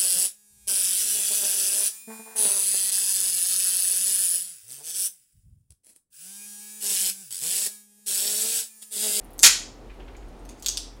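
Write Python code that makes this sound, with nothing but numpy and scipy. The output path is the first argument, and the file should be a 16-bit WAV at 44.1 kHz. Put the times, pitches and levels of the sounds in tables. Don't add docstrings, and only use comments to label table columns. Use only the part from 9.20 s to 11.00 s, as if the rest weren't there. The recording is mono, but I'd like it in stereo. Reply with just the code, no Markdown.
import sys
import numpy as np
from scipy import signal
from scipy.fft import rfft, irfft, next_fast_len
from scipy.io import wavfile
from scipy.ndimage import map_coordinates

SR = 44100
rng = np.random.default_rng(int(sys.argv[2]) if len(sys.argv) > 2 else 0)


def wav_record(signal):
    frames = np.transpose(np.atleast_2d(signal))
    bounded = np.clip(frames, -1, 1)
    quanta = np.round(bounded * 32767).astype(np.int16)
    wavfile.write(sys.argv[1], SR, quanta)


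N = 79380

MODE_DRIFT = 0.069
CONTACT_S = .00004


def amp(db):
    return 10 ** (np.asarray(db) / 20)


def unit(x):
    return x / np.sqrt(np.mean(x ** 2) + 1e-20)


def along(points, hz):
    point_hz, value = np.transpose(points)
    return np.interp(np.log(hz + 1), np.log(point_hz + 1), value)


def curve(rows):
    return np.interp(np.arange(N) / SR, *np.transpose(rows))


def wobble(rate):
    knots = rng.standard_normal(int(N * rate / SR) + 4)
    return map_coordinates(knots, [np.arange(N) * rate / SR])


def filtered(x, response):
    size = next_fast_len(N + SR // 2)
    spectrum = rfft(x, size) * response(np.fft.rfftfreq(size, 1 / SR))
    return irfft(spectrum, size)[..., :N]


def rings(times, peak_db, hz, mode_db, t60, low_hz, size):
    t = np.arange(size) / SR
    shifted_hz = hz * (1 + MODE_DRIFT * rng.standard_normal(mode_db.shape))
    decay = amp(mode_db[..., None] - 60 * t / t60[:, None])
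    blows = np.sum(decay * np.sin(2 * np.pi * shifted_hz[..., None] * t), axis=1)
    blows = blows * (1 - np.exp(-t / CONTACT_S))
    u = 1j * np.fft.rfftfreq(2 * size, 1 / SR) / np.asarray(low_hz)[:, None]
    high_pass = (u * u / (1 + np.sqrt(2) * u + u * u)) ** 3
    blows = irfft(rfft(blows, 2 * size) * high_pass)
    blows *= (amp(peak_db) / np.abs(blows).max(axis=1))[:, None]
    first = np.round(np.asarray(times) * SR).astype(int)[:, None]
    at = first + np.arange(2 * size)
    return np.bincount(at.ravel(), blows.ravel(), N + SR)[:N]


def room_air():
    # frequency in Hz, relative noise density in dB per Hz.
    air_colour = [(41, -50.5), (70, -2), (148, -8), (208, -4.5), (268, 0.5), (649, -8), (744, -7),
                  (1610, -20), (1850, -20.5), (2780, -24), (16000, -40.5)]
    # time in seconds, level in dB.
    air_level = [(0.0, -49.5), (0.24, -49), (1.168, -48.5), (1.8, -49.5)]
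    sway_db, sway_top_hz = 1.5, 1314
    air = unit(filtered(rng.standard_normal(N), lambda hz: amp(along(air_colour, hz))))
    low = filtered(air, lambda hz: 1 / (1 + (hz / sway_top_hz) ** 4))
    air = air + (amp(sway_db * wobble(20)) - 1) * low
    return amp(curve(air_level)) * air


def low_hum():
    # time in seconds, level in dB.
    hum_level = [(0.0, -73), (0.014, -48.5), (0.656, -49), (0.722, -41.5), (0.826, -47), (0.866, -42),
                 (1.202, -51), (1.222, -42.5), (1.292, -42.5), (1.378, -56), (1.454, -46.5), (1.564, -43),
                 (1.764, -46), (1.8, -47)]
    centre_hz, wander_hz = 42, 3
    pitch_hz = centre_hz + wander_hz * wobble(16)
    hum = np.sqrt(2) * np.sin(2 * np.pi * np.cumsum(pitch_hz) / SR)
    return amp(curve(hum_level)) * hum


def low_rumble():
    # time in seconds, level in dB.
    rumble_level = [(0, -62), (.3, -57.5), (.66, -57.5), (.72, -49.5), (1.05, -46.5), (1.3, -59),
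                    (1.8, -61.5)]
    rumble = unit(filtered(rng.standard_normal(N), lambda hz: hz / (1 + (hz / 60) ** 8)))
    return amp(curve(rumble_level)) * rumble


def mains_tone():
    level_db = -61 + 2 * wobble(11)
    return amp(level_db) * np.sin(2 * np.pi * 120 * np.arange(N) / SR)


def background():
    return room_air() + low_hum() + low_rumble() + mains_tone()


def kitchen(x):
    # echo delay in seconds, level in dB.
    walls = [(.0028, -12.5), (.0036, -14), (.0042, -6.5), (.0048, -17.5), (.0053, -6), (.0058, -7.5),
             (.0066, -13.5), (0.012, -12), (0.0145, -11), (.021, -20)]
    # frequency in Hz, time for the tail to fall 60 dB in seconds.
    tail_decay = [(300, 0.27), (790, 0.35), (2090, 0.36), (5510, 0.39), (14600, 0.21)]
    tail_db, tail_start_s = -1.5, .0015
    out = np.zeros(N)
    for start in range(0, N, 4096):
        hz, t, noise = signal.stft(rng.standard_normal(SR // 2), SR, nperseg=128)
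        fade = amp(-60 * t / along(tail_decay, hz)[:, None])
        tail = signal.istft(noise * fade, SR, nperseg=128)[1]
        tail = amp(tail_db) * tail / np.linalg.norm(tail)
        response = np.pad(tail, (round(tail_start_s * SR), 0))
        for delay, db in walls:
            response[round(delay * SR)] += amp(db + rng.normal(0, 1.5)) * rng.choice([-1, 1])
        wet = signal.fftconvolve(x[start:start + 4096], response)[:N - start]
        out[start:start + len(wet)] += wet
    return out


def bounces():
    # start in seconds, peak in dB before the low-pass and the mix.
    taps_at = [(0.6988, -37), (0.7996, -37.5), (0.8804, -37), (0.9477, -41.5), (1.0251, -45), (1.0694, -66)]
    # mode frequency in Hz, level in dB, time to fall 60 dB in seconds.
    object_modes = [(1700, -2, .004), (2100, 0, .004), (2500, -2, .004), (2900, 0, .004), (3400, -3, .004),
                    (3900, -8, .004)]
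    top_hz = 3570
    times, peak_db = np.transpose(taps_at)
    hz, level, t60 = np.transpose(object_modes)
    mode_db = level + 1.7 * rng.standard_normal((len(times), len(hz)))
    taps = rings(times, peak_db, hz, mode_db, t60, 1150 + 0 * times, size=400)
    return filtered(taps, lambda f: 1 / (1 + np.sqrt(2) * 1j * f / top_hz - (f / top_hz) ** 2) ** 2)


def bottle(push):
    # resonance in Hz, width in Hz, level in dB.
    body = [(208.3, 68, -9), (477, 66, -5), (929, 200, -3.5), (1474, 280, 3.5), (2121, 660, -4)]

    def response(f):
        total = 0
        for k, (centre, width, db) in enumerate(body):
            resonance = 1j * f * width / (centre * centre - f * f + 1j * f * width)
            total = total + (-1) ** k * amp(db) * resonance
        return total

    return filtered(push, response)


def snaps(times, peak_db, centre_hz, spread, low_hz):
    # mode frequency in Hz, time to fall 60 dB in seconds.
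    cap_modes = [(1500, 0.0053), (2500, .003), (3500, 0.0028), (4650, 0.003), (5600, 0.0026),
                 (6600, 0.0052), (7800, 0.003), (9500, 0.0027), (10800, .002), (12200, 0.00069),
                 (13600, .0015)]
    knock_db, knock_db_per_octave = -5, -6.5
    hz, t60 = np.transpose(cap_modes)
    away = np.log2(hz / centre_hz[:, None]) / spread[:, None]
    mode_db = -6 * away ** 2 + 2 * rng.standard_normal(away.shape)
    ring = rings(times, peak_db, hz, mode_db, t60, low_hz, size=260)
    push = amp(peak_db + knock_db + knock_db_per_octave * np.log2(low_hz / 3000))
    push = push * rng.choice([-1, 1], len(times))
    knocks = np.bincount(np.round(times * SR).astype(int), push, N)[:N]
    return ring + bottle(knocks)


def cap():
    # start in seconds, ring peak in dB, centre in Hz, spread in octaves, lowest heard in Hz.
    clicks = [(.0115, -47, 9700, 0.42, 7010), (.0335, -50, 12600, 0.55, 8760),
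              (.0460, -35, 10600, 0.44, 7000), (0.106, -40.5, 12000, 0.32, 9500),
              (.1335, -35, 11000, 0.55, 9000), (0.1813, -31.5, 11400, 0.77, 6000),
              (0.1922, -14, 7900, .45, 2560), (0.2268, -18.5, 12870, 0.37, 9500),
              (0.2272, -8.5, 7700, 0.54, 6000), (0.2317, 6.5, 8530, 0.24, 2500),
              (0.743, -52, 10750, 0.48, 7730), (0.9674, -41.5, 7000, 0.51, 3140),
              (1.0849, -49.5, 8690, 0.65, 6520), (1.170, -59.5, 7500, 0.23, 6180),
              (1.193, -49, 6790, 0.35, 5060), (1.245, -57.5, 10200, .6, 6364),
              (1.2527, -37.5, 6400, 1.7, 1760), (1.2919, -29.5, 6320, 1.2, 1776),
              (1.398, -38.5, 8280, 0.53, 4470), (1.4253, -26, 8990, 0.93, 2270),
              (1.446, -29, 4440, 0.59, 2300), (1.4617, -7.5, 5580, 1.1, 2793),
              (1.4852, -7.5, 6000, 0.52, 2986), (1.5724, -11.5, 4380, 0.54, 2808),
              (1.766, -50.5, 10460, .5, 7020)]
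    # start in seconds, length in seconds, level at start in dB, level at end in dB,
    # snaps per second, centre in Hz, spread in octaves, lowest heard in Hz.
    snap_runs = [(.204, .026, -36, -25, 330, 8000, .3, 5000), (.2328, .04, -6, -6, 1300, 5800, 1.1, 1200),
                 (1.287, .035, -48, -52, 450, 5000, 1.1, 1700), (1.375, .02, -58, -55, 500, 6000, .6, 4000),
                 (1.4225, .036, -41, -43, 350, 6500, 1.1, 2200)]
    scatter_db = 5
    out = snaps(*np.transpose(clicks))
    for start, length, from_db, to_db, rate, *colour in snap_runs:
        draw = rng.random((120, 2))
        t = (np.cumsum(.3 + 1.4 * draw[:, 0]) - 1) / rate
        level = from_db + (to_db - from_db) * t / length
        level = level + scatter_db * (2 * draw[:, 1] - 1)
        level = level - 200 * (t > length)
        out = out + snaps(start + np.clip(t, 0, length), level, *np.outer(colour, np.ones_like(t)))
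    return out


def scene():
    bounce_direct_db, bounce_room_db = -1, 4.5
    near, far = cap(), bounces()
    direct = near + amp(bounce_direct_db) * far
    room = kitchen(near + amp(bounce_room_db) * far)
    sound = direct + room + background()
    return np.array([sound, sound])


def record(dry):
    # frequency in Hz, treble response in dB.
    mic_response = [(10000, 0), (16000, -3.5)]
    ceiling, hardness, top_hz = .93, 6, 16100
    heard = filtered(dry, lambda hz: amp(along(mic_response, hz)))
    clipped = heard / (1 + np.abs(heard / ceiling) ** hardness) ** (1 / hardness)
    return filtered(clipped, lambda hz: hz < top_hz)


dry = scene()
out = record(dry)
wav_record(out)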